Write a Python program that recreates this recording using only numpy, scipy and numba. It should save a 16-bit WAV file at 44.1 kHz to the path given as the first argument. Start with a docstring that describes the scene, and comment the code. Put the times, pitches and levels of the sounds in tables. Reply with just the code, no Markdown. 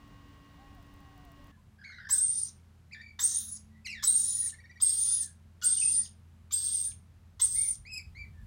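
"""Two places in turn. First a fan rushes and whines, a beak ticks on a spoon and a far bird gives arched calls.
Then lorikeets in a small hard-walled room: over shaped air noise, a machine hum and a swelling rumble,
birds chirp as gliding partials and one purrs through a throb. From two seconds on one screeches about once
a second: a croak, then a wavering whistle over rasping, resonant breath, and at the end a quick slide down.
Near the middle a trill flips between two tones."""
import sys
import numpy as np
from scipy import signal
from scipy.fft import rfft, irfft
from scipy.io import wavfile
from scipy.ndimage import uniform_filter1d
from numba import njit

SR = 44100
rng = np.random.default_rng(int(sys.argv[2]) if len(sys.argv) > 2 else 0)


def generate_wav(sig):
    """Save sig (samples, or channels by samples) to the path in sys.argv[1] as 16-bit PCM at SR."""
    pcm = np.round(np.clip(np.atleast_2d(sig).T, -1, 1) * 32767).astype(np.int16)
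    wavfile.write(sys.argv[1], SR, pcm)


def amplitude_ratio(level_db):
    """Convert a level in decibels to the matching linear amplitude (field) ratio."""
    exponent = np.asarray(level_db, float) / 20
    return 10 ** exponent


N = 373086

# fan noise spectrum: (frequency [Hz], relative density [dB])
FAN_SPECTRUM = [(15, -28), (25, 7.5), (80, 4.5), (236, -5.5), (285, -9.5), (384, -15.5), (840, -17),
                (1100, -15), (1330, -21.5), (1940, -21), (2410, -23.5), (2910, -23), (16000, -45)]
# steady fan whines: (frequency [Hz], level [dB])
FAN_WHINES = [(285.3, -63.5), (1093, -67), (1190, -79.5), (1556, -80.5), (1900, -72.5), (2848, -77),
              (13571, -93), (14524, -93), (15472, -85)]
# beak ticks on a spoon: (time [s], onset level [dB])
SPOON_TICKS = [(0.0788, -63), (0.7492, -61), (0.8271, -63), (0.867, -66), (0.9393, -57), (0.9623, -65),
               (1.0042, -59), (1.1783, -58), (1.2513, -57), (1.318, -56), (1.4422, -58), (1.4716, -60)]
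# far bird, one table a call: (time [s], pitch [Hz], level [dB])
FAR_CALLS = [
    [(0.56, 620, -77), (0.602, 806, -63), (0.74, 792, -73), (0.82, 658, -66)],
    [(0.99, 792, -73), (1.012, 805, -69.5), (1.192, 746, -66), (1.34, 658, -64)],
    [(1.36, 595, -73), (1.39, 590, -70), (1.5, 546, -72)],
]
# room air spectrum: (frequency [Hz], relative density [dB])
AIR_SPECTRUM = [(64, -30), (108, 1.5), (211, -6), (244, -12.5), (271, -15.5), (529, -23), (1120, -23.5),
                (1820, -27), (3130, -31), (4960, -35), (11200, -39), (16000, -47)]
# machine levels: (time [s], hum level [dB], upper hum level [dB], deep rumble level [dB])
MACHINE_LEVELS = [(1.51, -61.5, -69.5, -63.5), (2.9, -59.5, -72, -69.5), (3.5, -57.5, -65, -68),
                  (3.95, -58.5, -62, -64), (4.4, -58.5, -71, -65), (5.7, -58, -71.5, -68),
                  (5.98, -56.5, -62.5, -62), (6.27, -56.5, -73, -65.5), (7.38, -57, -78.5, -59),
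                  (7.6, -58.5, -73, -52), (7.99, -57.5, -74.5, -60), (8.1, -56, -75.5, -49),
                  (8.46, -54, -70.5, -54.5)]
# deep rumble spectrum: (frequency [Hz], relative density [dB])
RUMBLE_SPECTRUM = [(15, -40), (30, -15), (45, 6), (60, 2), (100, -2), (160, -10.5), (300, -54.5)]
# short simple peeps, mostly faint: (time [s], length [s], start pitch [Hz], end pitch [Hz], level [dB])
SHORT_PEEPS = [(1.517, .045, 1730, 1646, -68.5), (1.569, 0.041, 1011, 1008, -68.5),
               (3.706, 0.11, 1943, 2002, -71), (5.186, 0.13, 1900, 1630, -66),
               (5.615, 0.052, 1420, 1484, -49.5), (5.95, .11, 1896, 1920, -67),
               (6.859, .07, 1610, 1706, -72), (8.335, 0.11, 1817, 1640, -69)]
# level contour of every peep: (share of its length [0-1], level re the peep [dB])
PEEP_CONTOUR = [(0, -9), (0.3, 0.011), (0.7, 0.0071), (1, -9)]
# near chirps, one table a note: (time [s], pitch [Hz], level [dB], second partial level [dB])
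NEAR_CHIRPS = [
    [(1.84, 1990, -58, -59), (1.85, 2156, -53, -63), (1.906, 2180, -54.5, -58), (1.93, 1933, -56, -62),
     (1.964, 2050, -57, -63), (2.042, 1780, -58.5, -78), (2.05, 1822, -64, -80)],
    [(2.91, 2005, -60, -74.5), (2.924, 2394, -53, -65.5), (2.938, 2336, -51.5, -53.5),
     (2.952, 1795, -53.5, -66), (3.004, 1780, -54.5, -67.5), (3.015, 1950, -48.5, -67.5)],
    [(3.015, 2284, -51.5, -54), (3.047, 2350, -57.5, -75.5), (3.089, 2300, -56.5, -63),
     (3.14, 2297, -67.5, -87.5)],
    [(3.845, 2640, -64.5, -79), (3.855, 2450, -50.5, -50), (3.865, 2080, -42, -41),
     (3.872, 2050, -42.5, -48)],
    [(3.872, 2930, -47, -47), (3.888, 2710, -44, -60), (3.904, 2597, -43.5, -49), (3.954, 1946, -48, -56),
     (3.99, 1773, -51, -59), (4.03, 1710, -57, -60)],
    [(5.77, 2937, -68, -57), (5.784, 2950, -45, -57), (5.806, 3010, -67.5, -58.5)],
    [(5.815, 2600, -47.5, -62.5), (5.827, 2596, -38.5, -48), (5.851, 2603, -72, -74.5),
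     (5.869, 2574, -51.5, -55), (5.9, 2710, -56.5, -68.5)],
    [(7.545, 1832, -67, -80), (7.567, 2143, -53, -66.5), (7.631, 2275, -58, -61), (7.667, 2160, -52.5, -72),
     (7.69, 2100, -75, -78)],
    [(7.85, 1930, -54, -69.5), (7.868, 2370, -54, -57.5), (7.898, 2625, -50, -63), (7.94, 2502, -46, -42),
     (7.964, 2597, -43, -49.5), (7.98, 2496, -44.5, -41), (7.99, 2370, -49.5, -57), (8.0, 2160, -50, -56)],
    [(8.148, 1984, -58.5, -67), (8.174, 2270, -50, -61), (8.19, 2363, -54, -64), (8.205, 2300, -46.5, -60),
     (8.235, 2297, -53, -66), (8.245, 2120, -63, -75), (8.256, 1960, -57, -76)],
]
# roughness of the near chirps: (roughness [0-1]), one a note
CHIRP_ROUGHNESS = [.55, .5, .35, .3, .45, .35, .3, .22, .2, .25]
# low purr: (time [s], pitch [Hz], level [dB])
PURR_GLIDE = [(1.78, 1536, -70), (1.804, 1703, -61.5), (1.95, 1584, -57), (2.104, 1700, -53.5),
              (2.2, 1580, -60), (2.27, 1660, -84)]
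# screech levels: (time [s], rasp level [dB], lowest resonance re level [dB],
# level of the treble re level [dB])
SCREECH_LEVELS = [
    [(2.088, -45, -8, -19), (2.104, -40.5, -12, 2), (2.25, -51, -12, -18.5), (2.284, -51.5, -11.5, -53),
     (2.376, -52.5, -10.5, -10), (2.486, -57, -27.5, -14), (2.5, -58.5, -10, -23)],
    [(3.188, -64, -0.5, -11), (3.194, -38, -3.5, -15), (3.208, -39, -9.5, -5.5),
     (3.372, -44.5, -14.5, -16.5), (3.388, -47.5, -10.5, 0.5), (3.54, -58.5, -22, -7),
     (3.58, -55, -21, -31)],
    [(4.024, -48.5, 1, -18), (4.04, -29, -17, -8), (4.058, -47, -5.5, 0), (4.102, -43.5, -8.5, -8),
     (4.462, -48.5, -10.5, -9.5), (4.472, -45, -21, -9.5), (4.51, -51.5, -6, -49)],
    [(4.798, -67, -2, -27.5), (4.804, -49, -5, -24.5), (4.818, -44.5, -7.5, -5), (5.118, -42, -15, -16.5),
     (5.2, -48.5, -9, -18), (5.224, -47.5, -11.5, -5.5), (5.255, -52, -10.5, -20.5)],
    [(5.613, -55, -4, -41), (5.635, -41, -9.5, -10.5), (5.863, -46.5, -10.5, -29.5), (5.931, -46, -10, -9),
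     (5.999, -48.5, -10.5, -56), (6.043, -49, -17, -15), (6.08, -55, -13, -28)],
    [(6.503, -82, 0, -6), (6.511, -50, -3, -26), (6.527, -42, -5, 1.5), (6.575, -45, -10, -9),
     (6.853, -48.5, -8.5, -6.5), (6.879, -54, -12.5, -3), (6.93, -57.5, -9.5, -29)],
    [(7.393, -67, -6.5, -16), (7.399, -37, -8.5, -19), (7.413, -41, -9, -4.5), (7.489, -48, -14, -6.5),
     (7.699, -51, -15, -6), (7.741, -58, -20, -14), (7.76, -57.5, -1, -22)],
]
# windpipe of each screech: (lowest resonance [Hz], middle [Hz], upper [Hz], upper over middle [dB],
# shift over the screech [share], throat level re rasp level [dB])
WINDPIPES = [(3800, 5350, 6250, 2, -.06, -28), (3740, 5700, 6450, 8.5, 0.03, -25),
             (3900, 5400, 6730, 4, .01, -27.5), (3623, 5050, 6620, -0.5, -.02, -28),
             (3510, 5000, 6280, -1, 0.0035, -29), (3500, 4800, 6200, -1, .03, -28),
             (3520, 5000, 6200, 3, .03, -26)]
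# middle, then upper resonance re rasp level: (held level [dB], extra at the onset [dB], drift [dB/s])
RESONANCE_LEVELS = [(-5.5, 0.5, -9.5), (-5.5, -4.5, 6)]
# broad rasp in the lowest, middle and upper resonance: (width [Hz])
RASP_WIDTHS = [1500, 1800, 3200]
# croak that opens a screech: (time [s], first partial level [dB], starting pitch [Hz], decay by 60 dB [s])
OPENING_CROAKS = [(2.094, -37.5, 1032, 0.033), (3.19, -40, 976, 0.044), (4.031, -37, 1065, 0.04),
                  (4.802, -52, 1062, 0.031), (5.622, -39, 1443, 0.096), (6.507, -49, 1166, 0.061),
                  (7.399, -40.5, 1033, 0.034)]
# whistle, one table a screech: (time [s], pitch [Hz], level [dB])
WHISTLE_GLIDES = [
    [(2.104, 7567, -38), (2.112, 7677, -24), (2.125, 8000, -24), (2.128, 8540, -20.5), (2.172, 8490, -40),
     (2.184, 8040, -27), (2.21, 8500, -32.5), (2.226, 8754, -31), (2.336, 8920, -32), (2.42, 9220, -35),
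     (2.438, 8850, -32.5), (2.465, 8910, -56)],
    [(3.198, 7393, -46), (3.206, 7566, -34), (3.236, 7880, -34), (3.241, 8667, -25), (3.304, 8727, -39),
     (3.356, 8950, -31), (3.448, 9804, -47.5), (3.53, 9807, -43.5), (3.57, 9680, -52)],
    [(4.04, 7766, -31), (4.05, 7886, -28), (4.072, 7874, -32), (4.076, 8783, -21), (4.095, 8695, -21.5),
     (4.123, 8647, -27), (4.234, 9103, -27.5), (4.276, 9370, -33), (4.44, 9650, -35.5),
     (4.468, 9270, -33.5), (4.49, 8315, -38.5)],
    [(4.812, 7390, -42.5), (4.82, 7886, -30.5), (4.823, 8575, -19), (4.84, 8614, -28.5), (4.874, 8640, -22),
     (4.91, 8720, -32), (5.024, 9000, -30), (5.056, 9230, -30.5), (5.142, 9510, -28), (5.158, 9704, -35),
     (5.218, 9310, -33), (5.24, 9270, -53)],
    [(5.632, 7430, -38.5), (5.646, 7650, -24.5), (5.649, 8800, -26), (5.7, 8510, -29), (5.745, 8900, -29.5),
     (5.79, 8800, -32), (5.85, 9030, -27.5), (5.905, 8830, -31.5), (5.915, 9160, -28.5),
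     (5.95, 8914, -28.5), (6.004, 9070, -27.5), (6.05, 8900, -50)],
    [(6.52, 7190, -52.5), (6.53, 7280, -30), (6.536, 7605, -31.5), (6.539, 8620, -27), (6.6, 8455, -40),
     (6.68, 8590, -28.5), (6.703, 8570, -36), (6.735, 9070, -28), (6.77, 8610, -34.5), (6.84, 8750, -33.5),
     (6.874, 9300, -31), (6.9, 8715, -42.5)],
    [(7.413, 7570, -30.5), (7.42, 8300, -21), (7.443, 8240, -24), (7.447, 9040, -23), (7.458, 8950, -26),
     (7.462, 8180, -35), (7.545, 8450, -31), (7.553, 8890, -31), (7.632, 8960, -30.5), (7.66, 9330, -35.5),
     (7.713, 9020, -31.5), (7.732, 8880, -52)],
]
# random pitch hops of the whistle, one a screech: (spread [Hz])
WHISTLE_HOPS = [108.6, 50.2, 50.2, 89.84, 128.4, 150, 177]
# collapse of the voice as a screech ends: (time [s], level [dB], start [Hz], end [Hz], length [s])
VOICE_FALLS = [(2.484, -70.5, 5000, 3320, .02), (3.557, -58, 9300, 4190, 0.024),
               (4.484, -57, 8300, 2560, 0.021), (5.218, -35, 9160, 7660, 0.0194),
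               (5.232, -49.5, 7000, 3500, 0.012), (6.039, -57, 8000, 2307, .028),
               (6.909, -60.5, 4800, 2180, 0.016), (7.738, -67, 7500, 2970, 0.018)]
# trill notes: (time [s], low tone level [dB], low tone pitch [Hz])
TRILL_NOTES = [(4.3665, -62.5, 1907), (4.4179, -58, 1853), (4.4543, -56, 1900), (4.5241, -51, 1798),
               (4.584, -52.5, 1895), (4.6379, -52, 1860), (4.6942, -51, 1940), (4.7556, -52.5, 1890)]

TOP_HZ = 15900  # upper edge of the sound


def curve(tables):
    """Piecewise-linear control: columns at every sample, and a gate open only inside a piece."""
    out, gate = np.ones((len(tables[0][0]) - 1, N)), np.zeros(N)
    for rows in tables:
        s, *columns = np.transpose(rows)
        i = np.arange(int(s[0] * SR), min(int(s[-1] * SR) + 1, N))
        out[:, i] = [np.interp(i / SR, s, c) for c in columns]
        gate[i] = 1
    faded = np.maximum(2 * uniform_filter1d(gate, size=176) - 1, 0)
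    return (*out, gate * faded)


def soft(db, gate):
    """Amplitude envelope: gain of a level curve, steps between pieces rounded off."""
    return gate * uniform_filter1d(amplitude_ratio(db) * gate, size=88)


def walk(rate):
    """Band-limited fluctuation: random levels held 1 / rate s and slewed twice; spread near 1."""
    hold = int(SR / rate)
    steps = np.repeat(rng.standard_normal(N // hold + 1), hold)
    return 1.263 * uniform_filter1d(uniform_filter1d(steps, hold), hold)[:N]


def colour(points):
    """Spectral shaping: Gaussian noise of rms 1 weighted by a (Hz, dB) spectrum."""
    hz, db = np.transpose(points)
    f = np.maximum(np.arange(N // 2 + 1) * SR / N, 1)
    gain = amplitude_ratio(np.interp(np.log(f), np.log(hz), db))
    x = irfft(rfft(rng.standard_normal(N)) * gain, N)
    return x / x.std()


@njit
def ring(x, hz, width):
    """Resonance: state-variable band-pass with a moving centre, gain 1 there."""
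    y, band, low = np.empty(len(x)), 0., 0.
    for i in range(len(x)):
        g, damping = np.tan(np.pi * hz[i] / SR), width / hz[i]
        v = (band + g * (x[i] - low)) / (1 + g * (g + damping))
        band, low, y[i] = 2 * v - band, low + 2 * g * v, damping * v
    return y


def breath(hz, width, flutter_db):
    """Resonance of turbulent flow: fluttering noise of rms 1 through two equal band-passes."""
    hz = np.maximum(hz, 500)
    noise = rng.standard_normal(N) * amplitude_ratio(flutter_db * walk(150))
    x = ring(ring(noise, hz, width), hz, width)
    return x / x.std()


def running_phase(hz):
    """Frequency modulation: phase in radians is the running sum of frequency."""
    return 2 * np.pi * np.cumsum(hz) / SR


def fan():
    """Broadband flow noise plus discrete tones: a shaped rush and whines of fixed pitch."""
    t = np.arange(N) / SR
    whines = sum(np.sqrt(2) * amplitude_ratio(db + 0.66 * walk(24.5)) * np.sin(2 * np.pi * hz * t)
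                 for hz, db in FAN_WHINES)
    return amplitude_ratio(-54 + 0.34 * walk(11)) * colour(FAN_SPECTRUM) + whines


def ticks():
    """Impact: each brief contact is differentiated noise, hence bright, with exponential decay."""
    out, t = np.zeros(N), np.arange(220) / SR
    for s, db in SPOON_TICKS:
        start, grain = int(s * SR), np.diff(rng.standard_normal(221))
        out[start:start + len(t)] += amplitude_ratio(db - 60 * t / 0.0079) * grain
    return out


def far_bird():
    """Near-sinusoidal voice: a gliding fundamental with a weak second partial."""
    hz, db, gate = curve(FAR_CALLS)
    phase = running_phase(hz * (1 + 0.02 * walk(60.1)))
    voice = np.sin(phase) + amplitude_ratio(-15) * np.sin(2 * phase)
    return np.sqrt(2) * gate * amplitude_ratio(db + 2.0 * walk(38.5)) * voice


def room_air():
    """Stationary noise: the air of the room has a falling spectrum and a slowly wandering level."""
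    return amplitude_ratio(-63 + walk(4)) * colour(AIR_SPECTRUM)


def machine():
    """Narrow-band hum: two frequency-modulated tones, the upper weaker, over lumpy rumble that swells."""
    hum_db, upper_db, rumble_db, _ = curve([MACHINE_LEVELS])
    hum_phase = running_phase(84 * (1 + 0.006 * walk(6)))
    upper_phase = running_phase(216.6 * (1 + 0.01 * walk(26)))
    hum = np.sqrt(2) * amplitude_ratio(hum_db + 0.8 * walk(11)) * np.sin(hum_phase)
    upper = np.sqrt(2) * amplitude_ratio(upper_db + 2.2 * walk(25)) * np.sin(upper_phase)
    rumble = amplitude_ratio(rumble_db + 2.2 * walk(9.4) + 3.0 * walk(30)) * colour(RUMBLE_SPECTRUM)
    return hum + upper + rumble


def chirps():
    """Harmonic synthesis: gliding peeps and chirps, richer as the second partial rises, roughly modulated."""
    second_db, roughness = -20.5, 0.4  # of the short peeps
    near = [[(*row, rough) for row in note] for note, rough in zip(NEAR_CHIRPS, CHIRP_ROUGHNESS)]
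    peeps = []
    for s, length, from_hz, to_hz, db in SHORT_PEEPS:
        peeps.append([(s + share * length, from_hz + share * (to_hz - from_hz),
                       db + edge_db, db + edge_db + second_db, roughness) for share, edge_db in PEEP_CONTOUR])
    hz, db, second_db, rough, gate = curve(near + peeps)
    rough = np.clip(rough, 0, 1)
    phase = running_phase(hz * (1 + rough * (0.05 * walk(300) + 0.04 * walk(900))))
    # a stronger second partial also lifts the partials above it
    slope_db = uniform_filter1d(np.clip(-7.5 + 0.3 * (second_db + 43.5), -16, -4), size=220)
    upper = sum(amplitude_ratio(slope_db * (k - 2)) * np.sin(k * phase) * (k * hz < TOP_HZ) for k in range(2, 7))
    shake = amplitude_ratio(rough * (5.0 * walk(150) + 3.6 * walk(500)))
    return np.sqrt(2) * shake * (soft(db, gate) * np.sin(phase) + soft(second_db, gate) * upper)


def room(x):
    """Reverberation: dense reflections beat against gliding tones; the treble dies first."""
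    t60, gap, level_db = 0.26, 0.0047, -5.5  # s, s, dB of the tail re the direct sound
    t = np.arange(int(1.2 * t60 * SR)) / SR
    noise = rng.standard_normal(len(t))
    low = signal.sosfilt(signal.butter(2, 5000, fs=SR, output="sos"), noise)
    treble = (noise - low) * amplitude_ratio(-14 * t / t60)
    tail = (low + treble) * amplitude_ratio(-60 * t / t60) * (t > gap)
    tail = tail / np.sqrt(np.sum(tail ** 2))
    return x + amplitude_ratio(level_db) * signal.fftconvolve(x, tail)[:N]


def purr():
    """Amplitude modulation: an uneven throb chops a low raspy note and bends its pitch in every throb."""
    hz, db, gate = curve([PURR_GLIDE])
    throb = running_phase(55 * (1 + 0.346 * walk(40)))
    phase = running_phase(hz * (1 - 0.057 * np.sin(throb) + 0.058 * walk(400)))
    stack = np.sin(phase) + amplitude_ratio(-22) * np.sin(2 * phase) + amplitude_ratio(-16) * np.sin(3 * phase)
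    return np.sqrt(2) * gate * amplitude_ratio(db + 3.5 * walk(200)) * (1 + 0.54 * np.cos(throb)) * stack


def rasp():
    """Source and filter: noise for chaotically flapping membranes, rung by windpipe and throat resonances."""
    calls = []
    for rows, pipe in zip(SCREECH_LEVELS, WINDPIPES):
        start, end = rows[0][0], rows[-1][0]
        calls.append([(*row, row[0] - start, end - start, *pipe) for row in rows])
    rasp_db, lowest_db, treble_db, age, length, *pipe_hz, tilt_db, shift, throat_db, gate = curve(calls)
    onset = np.exp(-age / 0.02)
    throat_db = rasp_db + throat_db + 19.5 * onset
    mid_db, top_db = (rasp_db + held + extra * onset + drift * age
                      for held, extra, drift in RESONANCE_LEVELS)
    levels = rasp_db + lowest_db, mid_db - tilt_db / 2, top_db + tilt_db / 2

    # a narrow ringing core inside each broad resonance
    pipes = 0
    for hz, db, width in zip(pipe_hz, levels, RASP_WIDTHS):
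        hz = hz * (1 + shift * age / length)
        core_hz = hz * (1 + 0.018 * walk(40) + 0.015 * walk(9))
        core = amplitude_ratio(-1) * breath(core_hz, 170, flutter_db=5.5)
        pipes = pipes + soft(db + 2.2 * walk(13), gate) * (core + breath(hz, width, flutter_db=1.5))
    pipes = signal.sosfilt(signal.butter(4, 3100, "high", fs=SR, output="sos"), pipes)

    throat = breath(1250 * (1 + 0.07 * walk(19)), 470, flutter_db=3.0)
    throat = throat + breath(1850 * (1 + 0.06 * walk(14)), 400, flutter_db=3.5)
    treble = signal.sosfilt(signal.butter(4, 10000, "high", fs=SR, output="sos"), rng.standard_normal(N))
    treble = amplitude_ratio(2.8 * walk(93)) * treble / treble.std()
    return pipes + soft(throat_db, gate) * throat + soft(rasp_db + treble_db, gate) * treble


def croaks():
    """Harmonic series with damping: eight low partials die away as the whistle takes hold."""
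    out, t = np.zeros(N), np.arange(SR // 6) / SR
    k = np.arange(1, 9)[:, None]
    for s, db, hz, t60 in OPENING_CROAKS:
        start_phase = rng.uniform(0, 2 * np.pi, (8, 1))
        phase = 2 * np.pi * hz * (t + 0.04 * np.minimum(t, 0.03) ** 2 / 0.043)  # pitch rises slightly at first
        stack = (amplitude_ratio(-3.0 * (k - 1)) * np.sin(k * phase + start_phase)).sum(axis=0)
        attack = np.minimum(t / 0.0028, 1)
        out[int(s * SR):int(s * SR) + len(t)] += amplitude_ratio(db - 60 * t / t60) * attack * stack
    return out


def whistle():
    """Mode hopping: an unsteady tone jumps between pipe modes inside a skirt of breath."""
    hz, db, hop_hz, gate = curve([[(*row, hop) for row in rows]
                                  for rows, hop in zip(WHISTLE_GLIDES, WHISTLE_HOPS)])
    hold = int(SR / 45)  # about 45 hops a second
    hops = hop_hz * np.repeat(rng.standard_normal(N // hold + 1), hold)[:N] * (hz > 8300)
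    phase = running_phase((hz + hops) * (1 + 0.005 * walk(250) + 0.005 * walk(1200)))
    # on the low opening mode every second swing is weaker: lines at a half, three halves and twice the tone
    opening = np.clip((8150 - hz) / 150, 0, 1)
    halves = amplitude_ratio(-29) * np.sin(phase / 2) + amplitude_ratio(-20) * np.sin(3 * phase / 2) + amplitude_ratio(-16) * np.sin(2 * phase)
    tone = np.sqrt(2) * amplitude_ratio(3.3 * walk(120)) * (np.sin(phase) + opening * halves)
    skirt = amplitude_ratio(-13) * breath(0.968 * hz, 1100, flutter_db=6.0)
    return soft(db, gate) * (tone + skirt)


def falls():
    """Exponential glide: the collapsing voice slides roughly down from the whistle."""
    out, wobble = np.zeros(N), 1 + 0.06 * walk(700)
    for s, db, from_hz, to_hz, length in VOICE_FALLS:
        i = int(s * SR) + np.arange(int(length * SR))
        hz = np.geomspace(from_hz, to_hz, len(i)) * wobble[i]
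        shape = signal.windows.tukey(len(i), 0.4)
        out[i] += np.sqrt(2) * amplitude_ratio(db) * shape * np.sin(running_phase(hz))
    return out


def trill():
    """Frequency switching: each note flips from a low tone up to a short bright one."""
    low_s, high_s = 0.019, 0.0079
    out, wobble = np.zeros(N), 1 + 0.0097 * walk(230)
    for s, db, hz in TRILL_NOTES:
        i = int(s * SR) + np.arange(int((low_s + high_s) * SR))
        high = i / SR - s > low_s
        phase = running_phase(hz * np.where(high, 1.19, 1) * wobble[i])
        shape = signal.windows.tukey(len(i), 0.3) * np.where(high, amplitude_ratio(-3.5), 1)
        second = amplitude_ratio(np.where(high, -5, -20)) * np.sin(2 * phase)
        third = amplitude_ratio(np.where(high, -25, -17)) * np.sin(3 * phase)
        out[i] += amplitude_ratio(db) * shape * (np.sin(phase) + second + third)
    return out


def scene():
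    """Superposition: two places in turn by a brief crossfade; the lorikeets share one reverberation."""
    after = np.clip((np.arange(N) / SR - 1.512) / 0.0095, 0, 1)
    first_place = fan() + ticks() + far_bird()
    bird_room = room_air() + machine()
    birds = room(chirps() + purr() + rasp() + croaks() + whistle() + falls() + trill())
    return ((1 - after) * first_place + after * bird_room + birds)[None]


def roll_off(x):
    """The treble ends steeply here."""
    return signal.sosfilt(signal.butter(12, 16490, fs=SR, output="sos"), x)


def record(dry):
    """Band limitation: the deepest bass and the top are cut off."""
    no_bass = signal.sosfilt(signal.butter(3, 36, "high", fs=SR, output="sos"), dry)
    mix = signal.sosfilt(signal.ellip(8, 0.2, 70, TOP_HZ, fs=SR, output="sos"), no_bass)
    return roll_off(mix)


dry = scene()
out = record(dry)
generate_wav(out)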